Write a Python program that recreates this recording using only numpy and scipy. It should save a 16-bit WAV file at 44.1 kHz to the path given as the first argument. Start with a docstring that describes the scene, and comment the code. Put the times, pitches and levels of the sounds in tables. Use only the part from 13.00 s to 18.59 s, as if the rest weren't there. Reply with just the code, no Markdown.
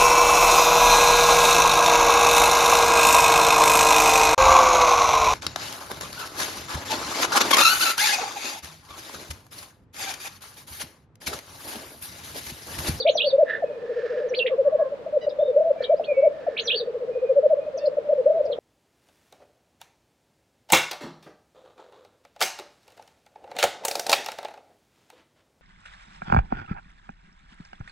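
"""A black grouse cock displays on an open bog, bubbling in rising rolls that lead into cooed phrases.
Each note is an almost pure arched tone, coloured by the resonance of his inflated air sac.
Other cocks bubble around him and force rasping hisses through their throats. A songbird twitters close
by in quick sweeps of its syrinx; thin whistles, low calls and nasal cackles come from farther off.
Tussocks and the forest edge scatter the voices softly over the rush of still air."""
import sys
import numpy as np
from scipy import signal
from scipy.fft import rfft, irfft, next_fast_len
from scipy.io import wavfile
from scipy.ndimage import map_coordinates

SR = 44100
rng = np.random.default_rng(int(sys.argv[2]) if len(sys.argv) > 2 else 0)


def store_wav(level_fs):
    """Save 16-bit WAV to argv[1]."""
    pcm = np.round(np.clip(np.atleast_2d(level_fs), -1, 1) * 32767)
    wavfile.write(sys.argv[1], SR, pcm.T.astype(np.int16))


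N = 246519


def amp(db):
    """Decibels to gain."""
    return 10 ** (np.asarray(db) / 20)


def unit(x):
    """Scale to rms 1."""
    return x / np.sqrt(np.mean(x ** 2) + 1e-20)


def along(points, hz):
    """Read a curve of (Hz, value) points on a log frequency axis."""
    freqs, values = np.transpose(points)
    return np.interp(np.log(hz + 1), np.log(freqs + 1), values)


def wobble(rate, size=N):
    """A smooth random curve, rate knots a second."""
    knots = rng.standard_normal(int(size * rate / SR) + 4)
    return map_coordinates(knots, [np.arange(size) * rate / SR])


def filtered(x, response):
    """Shape a sound with a gain given as a function of frequency."""
    size = next_fast_len(N + SR // 2)
    return irfft(rfft(x, size) * response(np.fft.rfftfreq(size, 1 / SR)), size)[..., :N]


def add(track, s, sound):
    """Mix a sound into the track from time s."""
    start = round(s * SR)
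    sound = sound[max(-start, 0):max(N - start, 0)]
    track[max(start, 0):][:len(sound)] += sound


def phase(hz):
    """Running phase of a pitch curve."""
    return 2 * np.pi * np.cumsum(hz) / SR


def arch(first_hz, middle_hz, last_hz, size):
    """A pitch curve bent smoothly through three points."""
    parabola = np.polyfit([0, .5, 1], [first_hz, middle_hz, last_hz], 2)
    return np.polyval(parabola, np.linspace(0, 1, size))


def gate(size, attack, release):
    """An envelope with rounded ends; attack and release in seconds."""
    t = np.arange(size) / SR
    fade_in = np.sin(np.pi / 2 * np.minimum(t / attack, 1))
    fade_out = np.sin(np.pi / 2 * np.minimum(t[::-1] / release, 1))
    return (fade_in * fade_out) ** 2


def placed(x, left_db, lead_ms):
    """Pan a source: the left channel is left_db louder and lead_ms earlier than the right."""
    sides = np.array([[.5], [-.5]])
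    return amp(left_db * sides) * filtered(x, lambda hz: np.exp(2j * np.pi * hz * sides * lead_ms / 1000))


def echo(x, decay, delay_s, spread):
    """Scattered sound: each frequency dies at its own speed; spread sets the stereo width."""
    hz, t, noise = signal.stft(rng.standard_normal((2, SR)), SR, nperseg=256)
    tail = signal.istft(noise * amp(-60 * t / along(decay, hz)[:, None]), SR, nperseg=256)[1]
    late = np.pad(x, (int(delay_s * SR), 0))
    mid, side = signal.fftconvolve(late[None], tail / np.linalg.norm(tail[0]), axes=1)[:, :N]
    return np.array([mid + spread * side, mid - spread * side])


# Resonance of the inflated throat. Each row: frequency in Hz, gain in dB.
AIR_SAC_EQ = [(350, 3.5), (450, 2), (550, 3.5), (610, -5.5), (670, -8), (780, -19.5)]

def coo(lead, rise, fall, first_hz, top_hz, last_hz, attack, release, waver=.0095, droop_db=2):
    """An arched tone that swells as it crosses the air sac's resonance, begun lead s before its top."""
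    t = np.arange(-lead, fall, 1 / SR)
    rising = t < 0
    glide = np.minimum(np.abs(t / np.where(rising, rise, fall)), 1) ** np.where(rising, 1.2, 1.345)
    hz = top_hz + (np.where(rising, first_hz, last_hz) - top_hz) * glide
    hz *= 1 + waver * wobble(120, len(t))
    level = amp(along(AIR_SAC_EQ, hz) + droop_db * np.linspace(.5, -.5, len(t)))
    return np.sqrt(2) * level * gate(len(t), attack, release) * np.sin(phase(hz))


def bubble(hz, rise=.022, fall=.035, last=.735, release=.026):
    """One spindle-shaped note: a short lift, then a longer fading drop in pitch."""
    return coo(rise, rise, fall, .945 * hz, hz, last * hz, attack=rise, release=release)


def roll(first_s, last_s, start_hz, steady_db, final_db):
    """Evenly spaced notes (s, Hz, dB) that fade in, creep upward and surge at the end."""
    gap_s, fade_s, fade_db = .07, .22, 11
    creep_hz_per_s, surge_hz, pitch_surge_s, level_surge_s = 45, 124, .175, .25
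    s = np.linspace(first_s, last_s, round((last_s - first_s) / gap_s) + 1)
    surge = lambda length_s: np.exp(-((last_s - s) / length_s) ** 2)
    fade = np.maximum(1 - ((s - first_s) / fade_s) ** 2, 0)
    hz = start_hz + creep_hz_per_s * (s - first_s) + surge_hz * surge(pitch_surge_s)
    db = steady_db - fade_db * fade + (final_db - steady_db) * surge(level_surge_s)
    return zip(s, hz, db)


# The cooed phrase. Each row: time of the note's top within the phrase, rise and fall in seconds,
# first, top and last pitch in Hz, level in dB.
COO_NOTES = [(0, .016, .014, 610, 645, 480, -21), (.08, .032, .032, 572, 621, 462, -16.5),
             (.2, .012, .017, 610, 603, 448, -16.5), (.335, .026, .032, 514, 652, 495, -13),
             (.388, .015, .016, 550, 595, 542, -23), (.42, .021, .027, 512, 523, 450, -21.5),
             (.512, .03, .022, 495, 641, 534, -10), (.539, .014, .024, 572, 643, 585, -10.5),
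             (.603, .057, .047, 619, 671, 510, -14.5), (.693, .01, .01, 660, 652, 506, -23.5),
             (.735, .006, .011, 582, 547, 490, -21.5), (.768, .017, .022, 478, 495, 448, -30),
             (.845, .028, .031, 511, 686, 495, -9.5), (.926, .0055, .013, 676, 655, 478, -11.5),
             (1.025, .022, .035, 561, 604, 491, -19.5), (1.119, .029, .02, 525, 549, 522, -17.5),
             (1.177, .031, .033, 515, 670, 505, -8.5), (1.396, .007, .024, 712, 688, 429, -15)]
# Cues for the phrase. Each row: start in seconds, stretch factor on the note spacing.
COO_CUES = [(-.768, 1), (2.075, 1), (4.783, .98)]
# Rolls between the phrases. Each row: first and last note in seconds, starting pitch in Hz,
# steady and final level in dB, lag of the upper voice in seconds.
BUBBLING_ROLLS = [(.694, 1.801, 486, -26, -11, .008), (3.531, 4.512, 481, -28, -8.5, -.012)]

def near_cock(lead_s=.0185, upper_ratio=1.25, upper_db=-9, upper_limit_hz=520):
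    """Rolls climb into a phrase of coos; a weak upper voice rides on each roll's low notes."""
    voice = np.zeros(N)
    for *shape, upper_lag in BUBBLING_ROLLS:
        for s, hz, db in roll(*shape):
            add(voice, s - lead_s, amp(db) * bubble(hz))
            if hz < upper_limit_hz:
                add(voice, s - lead_s + upper_lag, amp(db + upper_db) * bubble(hz * upper_ratio))
    for start, stretch in COO_CUES:
        for s, rise, fall, *pitches, db in COO_NOTES:
            lead = 1.04 * rise
            note = coo(lead, rise, fall, *pitches, attack=.7 * rise, release=.014)
            add(voice, start + stretch * s - lead, amp(db) * note)
    return voice


def syrinx(notes, waver, rasp_db, slur_s=.005):
    """A small bird's quickly swept tones, each slurred in slightly ahead of its beat."""
    track = np.zeros(N)
    for s, length, *pitches, db in notes:
        hz = np.pad(arch(*pitches, int(length * SR)), (int(slur_s * SR), 0), mode="edge")
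        size = len(hz)
        level = amp(db + rasp_db * wobble(350, size)) * gate(size, slur_s + .5 * length, .14 * length)
        tone = np.sin(phase(hz * (1 + waver * wobble(700, size))))
        add(track, s - slur_s, np.sqrt(2) * level * tone)
    return track


# The songbird's twitter, its loose chirps in between, and another bird's faint chips.
# Each row: start and length in seconds, first, middle and last pitch in Hz, level in dB.
TWITTER_NOTES = [(0, .016, 2200, 2850, 4300, -27), (.016, .019, 2200, 2950, 4700, -24),
                 (.035, .043, 5000, 6700, 6200, -49), (.074, .034, 6050, 5850, 5850, -40),
                 (.106, .028, 5200, 3400, 4100, -22.5), (.133, .027, 2500, 2830, 4100, -20.5),
                 (.159, .028, 3400, 2850, 4300, -26), (.184, .05, 4250, 4530, 4470, -27),
                 (.23, .022, 4400, 3850, 3500, -32)]
LOOSE_CHIRPS = [(1.285, .022, 6600, 5950, 5600, -50), (1.338, .015, 2100, 2900, 4700, -30),
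                (1.352, .035, 4850, 4450, 4800, -34), (1.386, .017, 4400, 3200, 2750, -26),
                (1.394, .038, 2740, 2720, 2740, -26.5), (1.462, .008, 1900, 2800, 3900, -28),
                (1.471, .011, 3800, 2900, 1700, -29), (2.821, .02, 3700, 4500, 4400, -43),
                (2.839, .01, 3100, 3600, 3900, -29), (2.848, .012, 3000, 3250, 3000, -33),
                (2.952, .045, 3500, 4850, 5050, -58), (3.039, .009, 2700, 3200, 4100, -39),
                (3.045, .018, 4200, 4420, 4350, -49)]
FAINT_CHIPS = [(2.291, .014, 4500, 5100, 5000, -48), (2.299, .011, 3900, 3700, 3600, -44),
               (4.774, .02, 6400, 5200, 4600, -45), (4.854, .018, 4500, 4750, 5000, -43),
               (5.45, .02, 5700, 5150, 4500, -53), (5.517, .02, 4100, 3600, 3500, -42)]
# Cues for the twitter. Each row: start in seconds, time stretch factor, gain in dB.
TWITTER_CUES = [(-.218, 1, 3), (.064, 1, -.5), (3.566, .985, 0)]
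# Treble lost in the grass. Each row: frequency in Hz, gain in dB.
GRASS_EQ = [(2000, 1), (4600, -1.5), (5300, -6.5), (6200, 0.5), (7000, -11.5), (9000, -25)]

def small_birds():
    """Quick sweeps to the right, smeared by the tussocks; the farther bird has more scatter."""
    song = [(start + stretch * s, stretch * length, *pitches, db + song_db)
            for start, stretch, song_db in TWITTER_CUES for s, length, *pitches, db in TWITTER_NOTES]
    twitter = syrinx(song + LOOSE_CHIRPS, waver=.015, rasp_db=2)
    chips = syrinx(FAINT_CHIPS, waver=.05, rasp_db=3)
    tussocks = echo(amp(-4) * twitter + amp(-1) * chips, TUSSOCK_DECAY, delay_s=.001, spread=.9)
    trees = amp(-28) * echo(twitter + chips, FOREST_DECAY, delay_s=.02, spread=.8)
    birds = amp(-1.5) * (twitter + chips) + tussocks + trees
    return placed(filtered(birds, lambda hz: amp(along(GRASS_EQ, hz))), left_db=-2.8, lead_ms=0)


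# Single short bubbles close by: each roll's closing note and other cocks' notes.
# Each row: time in seconds, pitch in Hz, level in dB.
SINGLE_BUBBLES = [(.705, 600, -28), (1.145, 612, -26), (1.212, 593, -27), (1.508, 631, -24),
                  (1.865, 552, -28), (1.925, 592, -27), (2.235, 614, -27), (2.315, 596, -29.5),
                  (2.54, 595, -25.5), (3.31, 589, -29), (4.582, 590, -22.5), (4.672, 619, -22),
                  (4.75, 551, -29), (4.825, 605, -26), (4.925, 599, -29), (5.06, 608, -25),
                  (5.45, 587, -25), (5.48, 650, -22.5), (5.512, 603, -24)]

def lek_bubbles(chorus_db=-41, chorus_hz=545, count=150):
    """Single short notes over the lek's bed of overlapping bubbles at scattered pitches."""
    chorus, singles = np.zeros(N), np.zeros(N)
    times = (np.arange(count) + rng.random(count)) / count * N / SR
    for s, (detune, accent) in zip(times, rng.standard_normal((count, 2))):
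        add(chorus, s - .03, amp(2 * accent) * bubble(chorus_hz * np.exp(.09 * detune)))
    for s, hz, db in SINGLE_BUBBLES:
        add(singles, s - .016, amp(db) * bubble(hz, rise=.015, fall=.026, last=.86, release=.017))
    return singles + amp(chorus_db) * unit(chorus)


# Colour of the air bed. Each row: frequency in Hz, relative noise density in dB.
AIR_EQ = [(20, -11.5), (38, -12.5), (55, -6), (130, 0), (300, 1), (600, 7), (900, -3), (1400, -6.5),
          (2500, -13.5), (4000, -19), (6000, -28.5), (8000, -34), (10500, -41.5), (15500, -43.5)]
# Its stereo image, widest in the treble. Each row: frequency in Hz, left-right correlation.
AIR_CORRELATION = [(30, .7), (70, 0.58), (150, 0.27), (500, .4), (1500, 0.1), (8000, 0.042)]

def still_air(level_db=-45.5):
    """The soft wide rush of the bog and forest, drifting slightly in level."""
    def mid_side_gains(hz):
        width = np.arccos(np.clip(along(AIR_CORRELATION, hz), -1, 1)) / 2
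        return amp(along(AIR_EQ, hz)) * [np.cos(width), np.sin(width)]
    mid, side = filtered(rng.standard_normal((2, N)), mid_side_gains)
    return amp(level_db + wobble(1.9) / 2) * unit(np.array([mid + side, mid - side]))


def hiss(throat, rasp_db):
    """A cock forces air through its throat, rasping unevenly."""
    noise = filtered(rng.standard_normal(N), lambda hz: amp(along(throat, hz)))
    return unit(noise * amp(rasp_db * wobble(110)))


# Envelope of the loudest hiss. Each row: time in seconds, level in dB.
SHARP_HISS = [(.44, -70), (.47, -41), (.5, -24.5), (.53, -31), (.565, -33), (.6, -44), (.64, -68)]
# Softer hisses. Each row: peak time, rise and fall in seconds, level in dB.
SOFT_HISSES = [(1.1, .42, .37, -43.5), (2.828, .045, .05, -44), (3.62, .42, .29, -49)]
# Throat colours of the sharp and the soft hisses. Each row: frequency in Hz, gain in dB.
SHARP_HISS_EQ = [(1000, -45), (1400, -21), (1600, -14), (1700, -2), (1800, 0), (1880, -12), (2000, -12),
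                 (2200, -31), (2900, -29), (3200, -39), (3570, -28), (4300, -44), (7000, -62), (10000, -85)]
SOFT_HISS_EQ = [(900, -28), (1350, -10), (1600, -9), (1700, -1), (1800, 0), (1900, -12), (2400, -17),
                (3000, -23), (5200, -29), (7500, -45), (10000, -70)]

def hissing_cocks(swell_db=25):
    """One sharp burst of breath, and softer ones that swell to a rounded peak and fade."""
    t = np.arange(N) / SR
    burst = amp(np.interp(t, *np.transpose(SHARP_HISS), left=-np.inf, right=-np.inf))
    swells = sum(amp(db - swell_db * ((t - s) / np.where(t < s, rise, fall)) ** 2)
                 for s, rise, fall, db in SOFT_HISSES)
    return burst * hiss(SHARP_HISS_EQ, rasp_db=1.2) + swells * hiss(SOFT_HISS_EQ, rasp_db=2)


def calls(notes, throat, waver, flutter_db, partials):
    """Arched, wavering notes whose harmonics are balanced by a throat's colour."""
    track = np.zeros(N)
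    for s, length, *pitches, db in notes:
        size = int(length * SR)
        hz = arch(*pitches, size)
        angle = phase(hz * (1 + waver * wobble(400, size)))
        tone = sum(amp(along(throat, k * hz)) * np.sin(k * angle) for k in range(1, partials + 1))
        level = amp(db + flutter_db * wobble(35, size)) * gate(size, length / 4, length / 3)
        add(track, s, level * unit(tone))
    return track


# Far whistles. Each row: start and length in seconds, first, middle and last pitch in Hz, level in dB.
WHISTLE_NOTES = [(.63, .18, 2560, 2490, 2430, -60), (2.378, .145, 3400, 3680, 3520, -53),
                 (2.75, .22, 2350, 2320, 2320, -54), (3.062, .08, 2540, 2410, 2400, -43),
                 (3.1, .205, 2280, 2245, 2260, -43), (3.13, .16, 2620, 2640, 2650, -56),
                 (4.1, .135, 2420, 2470, 2460, -55), (4.23, .1, 2470, 2450, 2420, -56),
                 (4.59, .11, 2440, 2490, 2510, -59)]
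# Beak colour of the whistles and cackles. Each row: frequency in Hz, gain in dB.
BEAK_EQ = [(900, -32.5), (1900, -1), (3000, -1.5), (4000, -6), (5000, -9.5), (6000, -18.5), (7500, -41.5)]

def thin_whistles():
    """Pure tones that barely bend."""
    return calls(WHISTLE_NOTES, BEAK_EQ, waver=.007, flutter_db=2, partials=1)


# Low calls. Each row: start and length in seconds, first, middle and last pitch in Hz, level in dB.
LOW_NOTES = [(1.5, 0.054, 575, 562, 517, -46.5), (1.64, 0.14, 548, 565, 555, -50.5),
             (1.76, .15, 566, 545, 520, -49.5)]
# Their throat colour. Each row: frequency in Hz, gain in dB.
LOW_THROAT_EQ = [(550, -9), (1100, 0.5), (1650, -7), (2200, -25.5), (4000, -44.5)]

def low_calls():
    """Short calls made hoarse by a jittering pitch, strongest in the second harmonic."""
    return calls(LOW_NOTES, LOW_THROAT_EQ, waver=.04, flutter_db=2.5, partials=4)


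# Cackles. Each row: start and length in seconds, first, middle and last pitch in Hz, level in dB.
CACKLE_NOTES = [(2.205, .062, 930, 988, 900, -49), (4.77, .097, 786, 904, 810, -56)]

def nasal_cackles():
    """Brief calls with strong overtones over a weak fundamental."""
    return calls(CACKLE_NOTES, BEAK_EQ, waver=.015, flutter_db=2, partials=6)


def far_voices():
    """Hisses and calls from across the bog, off to the right, with their scatter."""
    hisses, whistles, cackles, low = hissing_cocks(), thin_whistles(), nasal_cackles(), low_calls()
    trees = amp(-22) * echo(hisses + low, FOREST_DECAY, delay_s=.01, spread=.8)
    tussocks = amp(-6) * echo(cackles + low + whistles, TUSSOCK_DECAY, delay_s=.005, spread=.8)
    return placed(hisses + whistles + cackles + low + trees + tussocks, left_db=-4.5, lead_ms=.01)


# Tails of the forest edge and the tussocks. Each row: frequency in Hz, seconds to fall by 60 dB.
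FOREST_DECAY = [(300, 1), (700, .8), (2000, .45), (8000, 0.19)]
TUSSOCK_DECAY = [(500, .12), (3000, .085), (8000, .065)]

def scene():
    """Bubbling grouse almost ahead, the other voices to the right, all over a bed of still air."""
    grouse = near_cock() + lek_bubbles()
    trees = amp(-25) * echo(grouse, FOREST_DECAY, delay_s=.04, spread=.6)
    tussocks = amp(-16.5) * echo(grouse, TUSSOCK_DECAY, delay_s=.008, spread=.4)
    direct = placed(grouse, left_db=1.5, lead_ms=.07)
    return direct + trees + tussocks + small_birds() + far_voices() + still_air()


def record(dry):
    """Tiny fades at both ends and a steep cut of the highest treble."""
    top_hz = 15700
    return filtered(dry * gate(N, attack=.002, release=.004), lambda hz: hz < top_hz)


dry = scene()
out = record(dry)
store_wav(out)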